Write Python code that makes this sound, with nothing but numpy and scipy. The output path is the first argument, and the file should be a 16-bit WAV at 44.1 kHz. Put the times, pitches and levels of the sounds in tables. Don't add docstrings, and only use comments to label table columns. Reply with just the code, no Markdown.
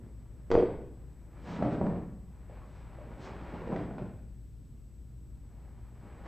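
import sys
import numpy as np
from scipy import signal
from scipy.fft import rfft, irfft
from scipy.io import wavfile

SR = 44100
rng = np.random.default_rng(int(sys.argv[2]) if len(sys.argv) > 2 else 0)


def store_pcm(level_fs):
    pcm = np.round(np.clip(level_fs, -1, 1) * 32767).astype(np.int16)
    wavfile.write(sys.argv[1], SR, np.atleast_2d(pcm).T)


N = 276697


def gain_of(db):
    return 10 ** (np.asarray(db) / 20)


def evened(x):
    return x / np.sqrt(np.mean(x ** 2) + 1e-20)


def curve_at(points, hz):
    point_hz, value = np.transpose(points)
    return np.interp(np.log(hz + 1), np.log(point_hz + 1), value)


def add(mix, start_s, sound):
    part = mix[max(round(start_s * SR), 0):][:len(sound)]
    part += sound[:len(part)]


def coloured(noise, colour):
    gain = gain_of(curve_at(colour, np.fft.rfftfreq(N, 1 / SR)))
    return evened(irfft(rfft(noise) * gain, N))


def click_of(colour, size=4096):
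    log_gain = np.log(gain_of(curve_at(colour, abs(np.fft.fftfreq(size, 1 / SR)))))
    spectrum = np.exp(np.conj(signal.hilbert(log_gain)))
    click = np.fft.ifft(spectrum).real[:size // 2]
    return click / abs(click).max()


def drift(rate_hz):
    hz = np.fft.rfftfreq(N, 1 / SR)
    return evened(irfft(rfft(rng.standard_normal(N)) * np.exp(-(hz / rate_hz) ** 2), N))


def burst(click, decay_s, scatter):
    t = np.arange(SR // 20) / SR
    contacts = scatter * rng.standard_normal(len(t)) * np.exp(-t / decay_s)
    contacts[0] = 1
    return signal.fftconvolve(contacts, click)


def short_note(hz, ring_s, rise_s):
    t = np.arange(SR // 10) / SR
    return np.sin(2 * np.pi * hz * t) * np.exp(-t / ring_s) * (1 - np.exp(-t / rise_s))


# frequency in Hz, relative level in dB.
ROOM_COLOUR = [(10, -36.5), (28, -12.5), (45, -6), (70, -8.5), (90, -9), (130, -10.5), (170, -16),
               (250, -21), (400, -31.5), (750, -43), (1600, -49.5), (3200, -54.5), (6800, -56.5),
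               (7900, -54), (9500, -60), (14000, -57.5)]
# frequency in Hz, likeness (1 is identical).
ROOM_LIKENESS = [(30, 0.74), (150, 0.97), (600, 1), (2000, 0.99), (4000, 0.95), (8000, 0.59), (14000, 0.17)]
# pitch in Hz, level in dB, left's lead in radians, waver in radians.
HUM_AND_WHINE = [(58.05, -50.5, 0.33, 0.49), (118.6, -59, .1, 0.96), (5330, -99, 0.52, 0.56),
                 (7868, -79, 0.37, .8), (14185, -89.5, 0.88, 1.1)]

def background(noise_db=-60):
    hz, t = np.fft.rfftfreq(N, 1 / SR), np.arange(N) / SR
    left, other = rfft(rng.standard_normal((2, N)))
    likeness = np.clip(curve_at(ROOM_LIKENESS, hz), -1, 1)
    right = likeness * left + np.sqrt(1 - likeness ** 2) * other
    colour = gain_of(curve_at(ROOM_COLOUR, hz))
    mid_level = np.std(irfft(left * colour * (hz > 150) * (hz < 7000), N))
    out = gain_of(noise_db) / mid_level * irfft(np.array([left, right]) * colour, N)
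    for tone_hz, db, lead, waver in HUM_AND_WHINE:
        phase = 2 * np.pi * tone_hz * t + waver * drift(15)
        out += np.sqrt(2) * gain_of(db + drift(10)) * np.sin([phase + lead, phase])
    lean_db = curve_at([(60, 1.3), (200, 0.0), (600, 0)], hz)
    return irfft(rfft(out) * gain_of([lean_db, -lean_db]), N)


# frequency in Hz, seconds to fade by 60 dB.
HALL_FADE = [(60, 1.0), (170, 0.96), (350, 0.63), (1000, 0.66), (3000, 0.71), (5500, 0.47), (9000, 0.32)]
# delay in seconds, relative level in dB.
WALL_ECHOES = [(0.0135, -13.5), (0.0234, -9), (0.0364, -10), (.048, -19), (0.073, -10.5), (0.081, -9.5)]

def hall(sound, echo_db, tail_db, build_s=0.0079, dull_above_hz=1800):
    hz, t, noise = signal.stft(rng.standard_normal(SR), SR, nperseg=256)
    fade = gain_of(-60 * t / curve_at(HALL_FADE, hz)[:, None])
    tail = signal.istft(noise * fade * (1 - np.exp(-t / build_s)), SR, nperseg=256)[1]
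    echoes = np.zeros(len(tail))
    for delay, db in WALL_ECHOES:
        add(echoes, delay, gain_of(db + echo_db) * burst([1], decay_s=0.0093, scatter=0.06))
    dull_echoes = signal.lfilter(*signal.butter(1, dull_above_hz, fs=SR), echoes)
    response = gain_of(tail_db) * tail / np.linalg.norm(tail) + dull_echoes
    response[0] += 1
    return signal.fftconvolve(sound, response)[:N]


def rustle(colour, slips_per_s, spread_db, flutter_db):
    size = gain_of(spread_db * np.minimum(rng.exponential(1, N), 4))
    slips = size * rng.standard_normal(N) * (rng.random(N) < slips_per_s / SR)
    return evened(coloured(slips, colour) * gain_of(flutter_db * drift(19)))


# time it reaches full speed, wind-up and hold,
# all in seconds, then rubbing level and billowing level in dB.
LIMB_MOVES = [(0.0, .1, .06, -70.5, -54), (0.207, 0.16, 0.37, -72.5, -68), (0.982, .1, 0.26, -73, -72.5),
              (1.498, 0.074, .07, -47, -43), (1.629, .03, .12, -48, -33.5), (1.834, 0.043, .12, -56, -37),
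              (2.551, 0.21, .42, -61.5, -66.5), (3.021, 0.12, 0.28, -59, -55),
              (3.262, 0.098, .36, -51.5, -54), (3.719, 0.14, 0.1, -51, -39),
              (3.94, 0.079, .12, -60.5, -45.5), (5.6, 0.19, 0.5, -68, -72), (6.033, 0.058, .17, -60, -57),
              (6.262, 0.017, .04, -47, -62)]
# peak time in seconds, level in dB, half length in seconds.
SLEEVE_SWISHES = [(1.523, -61.5, 0.072), (1.733, -66, 0.016), (1.864, -71.5, 0.01), (2.76, -76.5, 0.097),
                  (3.251, -61, 0.047)]
# frequency in Hz, relative level in dB.
RUB_COLOUR = [(150, -3), (350, -0.5), (550, 1), (950, -1), (1400, -6), (2300, -12), (3000, -21),
              (5000, -33), (9000, -70.5)]
BILLOW_COLOUR = [(50, -17.5), (110, -1.5), (200, 1.5), (330, -3.5), (500, -8.5), (900, -27.5), (2000, -85)]
HISS_COLOUR = [(800, -8), (2500, 3.5), (3800, 1.5), (5500, -2.5), (7500, -9), (9000, -16), (11000, -85.5)]

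def uniform(settle_s=0.058, weave_hiss_db=-23):
    t = np.arange(N) / SR
    rub_power, billow_power = np.zeros((2, N))
    for at, wind_up, hold, rub_db, billow_db in LIMB_MOVES:
        speed = np.exp(np.minimum(t - at, 0) / wind_up - np.maximum(t - at - hold, 0) / settle_s)
        rub_power += (gain_of(rub_db) * speed) ** 2
        billow_power += (gain_of(billow_db) * speed) ** 2
    rub = rustle(RUB_COLOUR, slips_per_s=5000, spread_db=0.0, flutter_db=1.37)
    billow = rustle(BILLOW_COLOUR, slips_per_s=1500, spread_db=3.5, flutter_db=1.5)
    hiss = coloured(rng.standard_normal(N), HISS_COLOUR)
    swish = sum(gain_of(db) * np.exp(-((t - at) / half) ** 2) for at, db, half in SLEEVE_SWISHES)
    hiss_power = swish ** 2 + gain_of(weave_hiss_db) ** 2 * rub_power
    return np.sqrt(rub_power) * rub + np.sqrt(billow_power) * billow + np.sqrt(hiss_power) * hiss


# start in seconds, thud level in dB, pitch in Hz, crack level in dB.
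CLOTH_FLAPS = [(1.589, -26, 255.1, -35.5), (1.612, -35, 299.8, -34), (1.624, -22.5, 197, -24),
               (1.649, -19.5, 308, -31), (1.752, -27, 297.2, -44), (1.813, -19, 183.5, -26.5),
               (1.868, -22, 200, -30.5), (3.722, -27, 185.2, -29.5), (3.762, -28.5, 246, -35.5),
               (3.790, -29, 325, -35), (3.909, -32.5, 196.6, -37), (3.982, -35.5, 240, -35.5)]
# start in seconds, level in dB.
CUFF_SNAPS = [(1.628, -42), (1.866, -50), (3.762, -38), (3.983, -47.5), (3.991, -50.5)]
# frequency in Hz, relative level in dB.
CRACK_COLOUR = [(150, -21), (400, 2), (580, 8), (730, 9), (1000, -1), (1400, -8), (2100, -18),
                (3200, -39.5), (6000, -46.5), (10000, -62)]
SNAP_COLOUR = [(500, -7), (1200, 7.5), (2300, 3.5), (3200, -9), (4800, -14), (6500, -21), (10000, -43)]

def flaps(rebound_s=0.0105, rebound_thud_db=-4.5, rebound_crack_db=-10.5):
    out, crack, snap = np.zeros(N), click_of(CRACK_COLOUR), click_of(SNAP_COLOUR)
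    for start, thud_db, hz, crack_db in CLOTH_FLAPS:
        thud = gain_of(thud_db) * short_note(hz, ring_s=0.0056, rise_s=0.00097)
        add(out, start, thud)
        add(out, start + rebound_s, gain_of(rebound_thud_db) * thud)
        for at, db in (start, crack_db), (start + rebound_s, crack_db + rebound_crack_db):
            add(out, at, gain_of(db) * burst(crack, decay_s=0.0051, scatter=0.1))
    for start, db in CUFF_SNAPS:
        add(out, start, gain_of(db) * burst(snap, decay_s=0.0043, scatter=0.21))
    return out


# start in seconds, blow level in dB, slap level in dB.
FOOT_BLOWS = [(0.504, -25.5, -42), (0.515, -19, -27), (0.523, -24.5, -39.5), (0.534, -24.5, -45),
              (0.543, -17.5, -41), (0.553, -10.5, -47), (3.618, -38.5, -55.5), (3.674, -33, -53)]
# pitch in Hz, level in dB, seconds to fade by 60 dB.
MAT_NOTES = [(71, -16.5, 0.13), (372.4, -4.5, 0.045), (451.4, -6, 0.076), (663, -19, 0.047),
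             (1420, -28.5, 0.034)]
# frequency in Hz, relative level in dB.
THUD_COLOUR = [(35, -13), (90, -3.5), (170, -8), (260, -9.5), (360, -1), (470, 0), (620, -9), (950, -19),
               (1300, -23), (2200, -26), (4000, -50), (8000, -75), (11000, -100)]
SLAP_COLOUR = [(200, -3.5), (700, 23), (1500, 5), (2700, 2), (4000, -2), (6000, -8.5), (7800, -15),
               (9200, -56.5)]
# start in seconds, level in dB, pitch in Hz.
SOLE_SCUFFS = [(2.497, -39, 550), (2.572, -45.5, 800), (2.618, -45.5, 1090), (2.986, -34, 582),
               (3.018, -49, 547), (3.272, -33, 840), (3.618, -35.5, 929), (3.675, -33, 620),
               (3.720, -28, 750)]

def feet(thud_db=-3, give_s=0.00042):
    t = np.arange(SR // 8) / SR
    knock = sum(gain_of(db - 60 * t / fade) * np.sin(2 * np.pi * hz * t) for hz, db, fade in MAT_NOTES)
    knock *= 1 - np.exp(-(t / give_s) ** 2)
    add(knock, 0, gain_of(thud_db) * click_of(THUD_COLOUR))
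    out, slap = np.zeros(N), click_of(SLAP_COLOUR)
    for start, blow_db, slap_db in FOOT_BLOWS:
        add(out, start, gain_of(blow_db) * knock)
        add(out, start, gain_of(slap_db) * burst(slap, decay_s=0.0043, scatter=0.22))
    for start, db, hz in SOLE_SCUFFS:
        add(out, start, gain_of(db) * short_note(hz, ring_s=0.0029, rise_s=0.0006))
    return out


# frequency in Hz, lead in radians.
LEFT_LEAD = [(50, .3), (150, 0.26), (300, 0.099), (700, 0.018), (1200, 0.0071), (2200, 0.017),
             (4000, 0.059), (8000, .15)]

def scene():
    performer = hall(feet(), echo_db=-2.5, tail_db=-2.5)
    performer += hall(flaps(), echo_db=-6.5, tail_db=-2)
    performer += hall(uniform(), echo_db=-8.0, tail_db=-6.5)
    lead = curve_at(LEFT_LEAD, np.fft.rfftfreq(N, 1 / SR))
    stereo = irfft(rfft(performer) * np.exp(.5j * np.array([lead, -lead])), N)
    return stereo + background()


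def record(dry):
    cutoff_hz = 14546
    low_pass = signal.firwin(511, cutoff_hz, window=("kaiser", 9), fs=SR)
    return signal.oaconvolve(dry, low_pass[None], "same")


dry = scene()
out = record(dry)
store_pcm(out)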